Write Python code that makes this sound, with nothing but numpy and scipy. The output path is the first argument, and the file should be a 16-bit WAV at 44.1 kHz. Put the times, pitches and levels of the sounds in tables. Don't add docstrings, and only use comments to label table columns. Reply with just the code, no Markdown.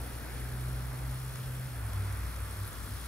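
import sys
import numpy as np
from scipy import signal
from scipy.fft import rfft, irfft
from scipy.io import wavfile
from scipy.ndimage import uniform_filter1d

SR = 44100
rng = np.random.default_rng(int(sys.argv[2]) if len(sys.argv) > 2 else 0)


def file_out(sig):
    cols = np.atleast_2d(sig).T
    lim = np.clip(cols, -1, 1)
    pcm = np.round(lim * 32767).astype(np.int16)
    wavfile.write(sys.argv[1], SR, pcm)


def how_loud(loudness_db):
    steps = np.asarray(loudness_db, float) / 20
    return 10 ** steps


N = 135387

# [start_s, level_db]
ROAD_DB = [
    (0, 1.5),
    (.15, 0),
    (.6, -0.5),
    (1.05, 1),
    (1.3, -10.5),
    (1.9, -9),
    (3.07, -8.5),
]


def curve(table, col=1):
    points = np.array(table)
    return np.interp(np.arange(N) / SR, points[:, 0], points[:, col])


def bin_hz():
    return np.arange(N // 2 + 1) * SR / N


def over_hz(table):
    points = np.array(table)
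    return np.interp(np.log(np.maximum(bin_hz(), 1)), np.log(points[:, 0]), points[:, 1])


def walk(rate_hz):
    hold = int(SR / rate_hz)
    steps = np.repeat(rng.standard_normal(N // hold + 1), hold)
    slewed = uniform_filter1d(uniform_filter1d(steps, hold), hold)
    return 1.31 * slewed[:N]


def ports(shared, own):
    # [freq_hz, likeness_0_to_1]
    likeness = [(60, 0.89), (300, 0.92), (800, 0.2), (2000, 0.84), (5000, 0.42), (6600, 0.59), (8000, 0.94),
                (14500, 0.53)]
    # [freq_hz, lead_rad]
    lead = [(2000, 0.5), (3600, 1.9), (5200, 1.08), (6650, 0.76), (8170, 3), (10400, 0.5), (13600, 1.7),
            (16000, -4.5)]
    # [freq_hz, tilt_db]
    tilt = [(60, 4.5), (600, 0.3), (1500, .5), (2400, -2.5), (3300, -0.5), (4800, 4), (7800, 3), (10000, 0)]
    common = np.clip(over_hz(likeness), 0, 1)
    half = how_loud(over_hz(tilt) / 2) * np.exp(0.5j * over_hz(lead))
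    mixed = np.sqrt(common) * rfft(shared) + np.sqrt(1 - common) * rfft(own)
    return mixed * np.array([half, 1 / half])


def patter(share):
    drops_per_s, spread_db, cap_db, drop_s = 350, 1.5, 11, 0.00065
    chance, luck = rng.random((2, N))
    drop_db = np.minimum(-spread_db * np.log(luck + 1e-9), cap_db)
    hits = (chance < drops_per_s / SR) * how_loud(drop_db)
    grains = signal.lfilter([1], [1, -np.exp(-1 / (drop_s * SR))], hits)
    return np.sqrt(1 - share + share * grains ** 2 / np.mean(grains ** 2))


def wash(spectrum, shared_db, flicker_db, rate_hz, broad=0, pitched=0, count=2):
    # [freq_hz, width_hz, boost_db]
    nozzle = [(1320, 50, 1), (2460, 58, 2), (3374, 210, 5.5), (4250, 150, 3), (5270, 190, 5),
              (9350, 430, 2)]
    hz = bin_hz()
    white = rng.standard_normal((3, N))
    if broad:
        white = white * patter(broad)
    ring_db = sum(db / (1 + (2 * (hz - f) / width) ** 2) for f, width, db in nozzle)
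    inside = (hz > spectrum[0][0]) & (hz < spectrum[-1][0])
    coloured = ports(white[0], white[1:]) * how_loud(over_hz(spectrum) + ring_db) * np.sqrt(SR / 2) * inside
    place = count * np.log2(np.maximum(hz, 1) / spectrum[0][0])
    out = 0
    for k in range(int(place[inside].max()) + 2):
        band = np.cos(np.pi / 2 * np.clip(place - k, -1, 1)) ** 2
        part = irfft(coloured * band, N) * how_loud(shared_db + flicker_db * walk(rate_hz))
        if pitched:
            part = part * patter(pitched)
        out = out + part
    return out


def sprinkler():
    # [freq_hz, density_db_per_hz]
    jet_colour = [(1500, -100), (2900, -94.5), (3700, -92.5), (4300, -92.5), (5000, -95), (6000, -94.5),
                  (6700, -99), (8700, -100)]
    # [freq_hz, density_db_per_hz]
    spray_colour = [(6600, -104), (7550, -91.5), (9100, -87.5), (9800, -92), (11000, -89.5), (13500, -92.5),
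                    (14500, -95.5), (16000, -91.5)]
    # [start_s, level_db, left_lead_samples]
    swing = [(0, 0, .04), (.3, 0, .02), (.45, -.5, 0.12), (.6, 0, 0.01), (.75, 0, .14), (1.0, -0.5, .03),
             (1.2, .2, 0.079), (1.4, 0.4, -0.11), (1.7, -0.5, -0.085), (2.3, 0.04, -0.07), (2.7, 1, -0.079),
             (3.07, 1.5, -0.11)]
    turbine_hz, throb_depth_db = 65.8, 1.27
    turn = 2 * np.pi * np.cumsum(turbine_hz * (1 + 0.0022 * walk(4.6))) / SR
    throb = throb_depth_db * (np.sin(turn) + 0.36 * np.sin(2 * turn))
    gust, flutter = walk(7.3), walk(25.13)
    swing_db = curve(swing)
    jet_db = 1.65 * swing_db + 0.63 * throb + 0.3 * gust + 0.55 * flutter
    spray_db = swing_db + throb + 0.098 * gust + 0.17 * flutter
    jet = wash(jet_colour, jet_db, 0.4, 14, broad=0.026, pitched=0.1)
    spray = wash(spray_colour, spray_db, 0.52, 20, broad=0.1, pitched=0.2, count=4)
    both = jet + spray
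    drift = curve(swing, col=2) + 0.03 * walk(13)
    return both + np.array([[1], [-1]]) * drift * np.gradient(both, axis=1) / 2


def splashes():
    # [start_s, peak_db, low_hz, high_hz, length_s]
    hits = [(.0149, -51, 9000, 13000, .002), (.0742, -51, 9000, 13000, .002),
            (.1336, -52, 4000, 13000, .003), (.3882, -53, 4000, 13000, .003),
            (.403, -48, 8300, 10500, .002), (.5232, -52, 3500, 13000, .003), (1.3578, -46, 700, 2500, .003),
            (1.3578, -49, 2500, 7500, .002), (1.4396, -51, 8300, 10500, .002),
            (1.8647, -47, 8500, 12000, .002), (1.9325, -48, 1200, 6500, .0025),
            (1.9335, -47, 8300, 13000, .004), (2.1246, -46, 7500, 13000, .004),
            (2.172, -48, 8500, 12000, .002), (2.1894, -48, 9000, 12500, .002),
            (2.3615, -49, 5000, 13000, .003), (2.5292, -49, 9000, 12000, .002),
            (2.6329, -49, 8300, 10500, .002), (2.668, -49, 11000, 13500, .004),
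            (2.677, -44, 8500, 13000, .004), (2.686, -49, 10500, 13000, .004),
            (2.7297, -49, 6000, 11500, .003), (2.9632, -51, 1500, 8000, .002)]
    out = np.zeros((3, N))
    crack = 4.0 * (np.arange(1000) == 8)
    for at, db, low_hz, high_hz, length_s in hits:
        start = int(at * SR)
        age = np.arange(1000) / SR / length_s
        fizz = rng.standard_normal((3, 1000)) * np.minimum(age * 6, 1) * np.exp(-age)
        sos = signal.butter(2, [low_hz, high_hz], "band", fs=SR, output="sos")
        burst = signal.sosfilt(sos, fizz + crack)
        peak_rms = np.sqrt(np.mean(burst[:, age < 1] ** 2, axis=1, keepdims=True))
        out[:, start:start + 1000] += how_loud(db) * burst / peak_rms
    return irfft(ports(out[0], out[1:]), N)


def drone(hz, db, wobble, rough_db):
    phase = 2 * np.pi * np.cumsum(hz * (1 + wobble * walk(8.83))) / SR
    return np.sqrt(2) * np.sin(phase) * how_loud(db + rough_db * walk(15))


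def truck():
    # [start_s, firing_hz, level_db]
    pull = [(0, 121.8, -45.5), (.17, 119.8, -47.5), (.22, 122, -59), (.29, 121.9, -58), (.36, 122.6, -45.5),
            (.62, 124.7, -38.5), (.85, 126.2, -40), (1.05, 127, -39.5), (1.66, 127.1, -39.5),
            (1.73, 122.2, -42.5), (1.77, 118, -41.5), (1.81, 109.6, -43), (1.855, 106, -36),
            (1.92, 101.1, -43), (1.98, 97.75, -33), (2.15, 97.8, -37.5), (2.29, 98.5, -50),
            (2.43, 98.9, -44), (2.53, 98.6, -48), (2.62, 99.8, -36), (2.8, 100.4, -59.5), (2.93, 99.5, -39),
            (3.07, 101, -76)]
    note = drone(curve(pull), curve(pull, col=2), 0.003, 0.8)
    return note * how_loud([[-0.3], [0.3]])


def compressor():
    # [start_s, level_db]
    hum_db = [(0.0, -39.5), (.12, -42.5), (.5, -44.5), (.58, -39.5), (0.85, -37.5), (.95, -45), (.99, -56),
              (1.03, -37), (1.14, -40), (1.24, -51), (1.32, -42), (1.38, -66), (1.46, -46), (1.56, -52),
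              (1.61, -48), (1.68, -57), (1.73, -44), (1.85, -42), (2.22, -37.5), (2.29, -41.5), (2.43, -37),
              (2.5, -45), (2.62, -46), (2.77, -55), (2.86, -52), (2.94, -41.5), (2.98, -47), (3.07, -42)]
    hum_hz = 61.04
    hum = drone(hum_hz, curve(hum_db), 0.002, 0.7)
    fourth = drone(4 * hum_hz, -63 + 0.12 * curve(ROAD_DB), 0.012, 2.5)
    return (hum + fourth) * how_loud([[0.2], [-0.2]])


def road():
    # [freq_hz, density_db_per_hz]
    road_colour = [(140, -90), (260, -75), (400, -85.5), (800, -83.5), (1100, -90)]
    return wash(road_colour, curve(ROAD_DB), 2.2, 5)


def yard():
    # [freq_hz, density_db_per_hz]
    yard_colour = [(25, -85), (55, -63), (150, -71), (220, -81), (1000, -83.5), (1400, -81), (2300, -88),
                   (3200, -99)]
    return wash(yard_colour, 0.3 * walk(1.5), 1.3, 4.5)


def scene():
    return sprinkler() + splashes() + truck() + compressor() + road() + yard()


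def top_cut(x):
    return signal.sosfilt(signal.butter(12, 16180, fs=SR, output="sos"), x)


def record(dry):
    mono_low_hz, mono_high_hz, edge_hz, top_hz = 10350, 13750, 600, 15750
    spec, hz = rfft(dry), bin_hz()
    narrowing = np.clip((mono_low_hz - hz) / edge_hz, 0, 1) ** 0.36
    width = np.where(hz > mono_high_hz, 1, narrowing)
    middle = spec.mean(axis=0)
    spec = (middle + width * (spec - middle)) * (hz < top_hz)
    return top_cut(irfft(spec, N))


dry = scene()
out = record(dry)
file_out(out)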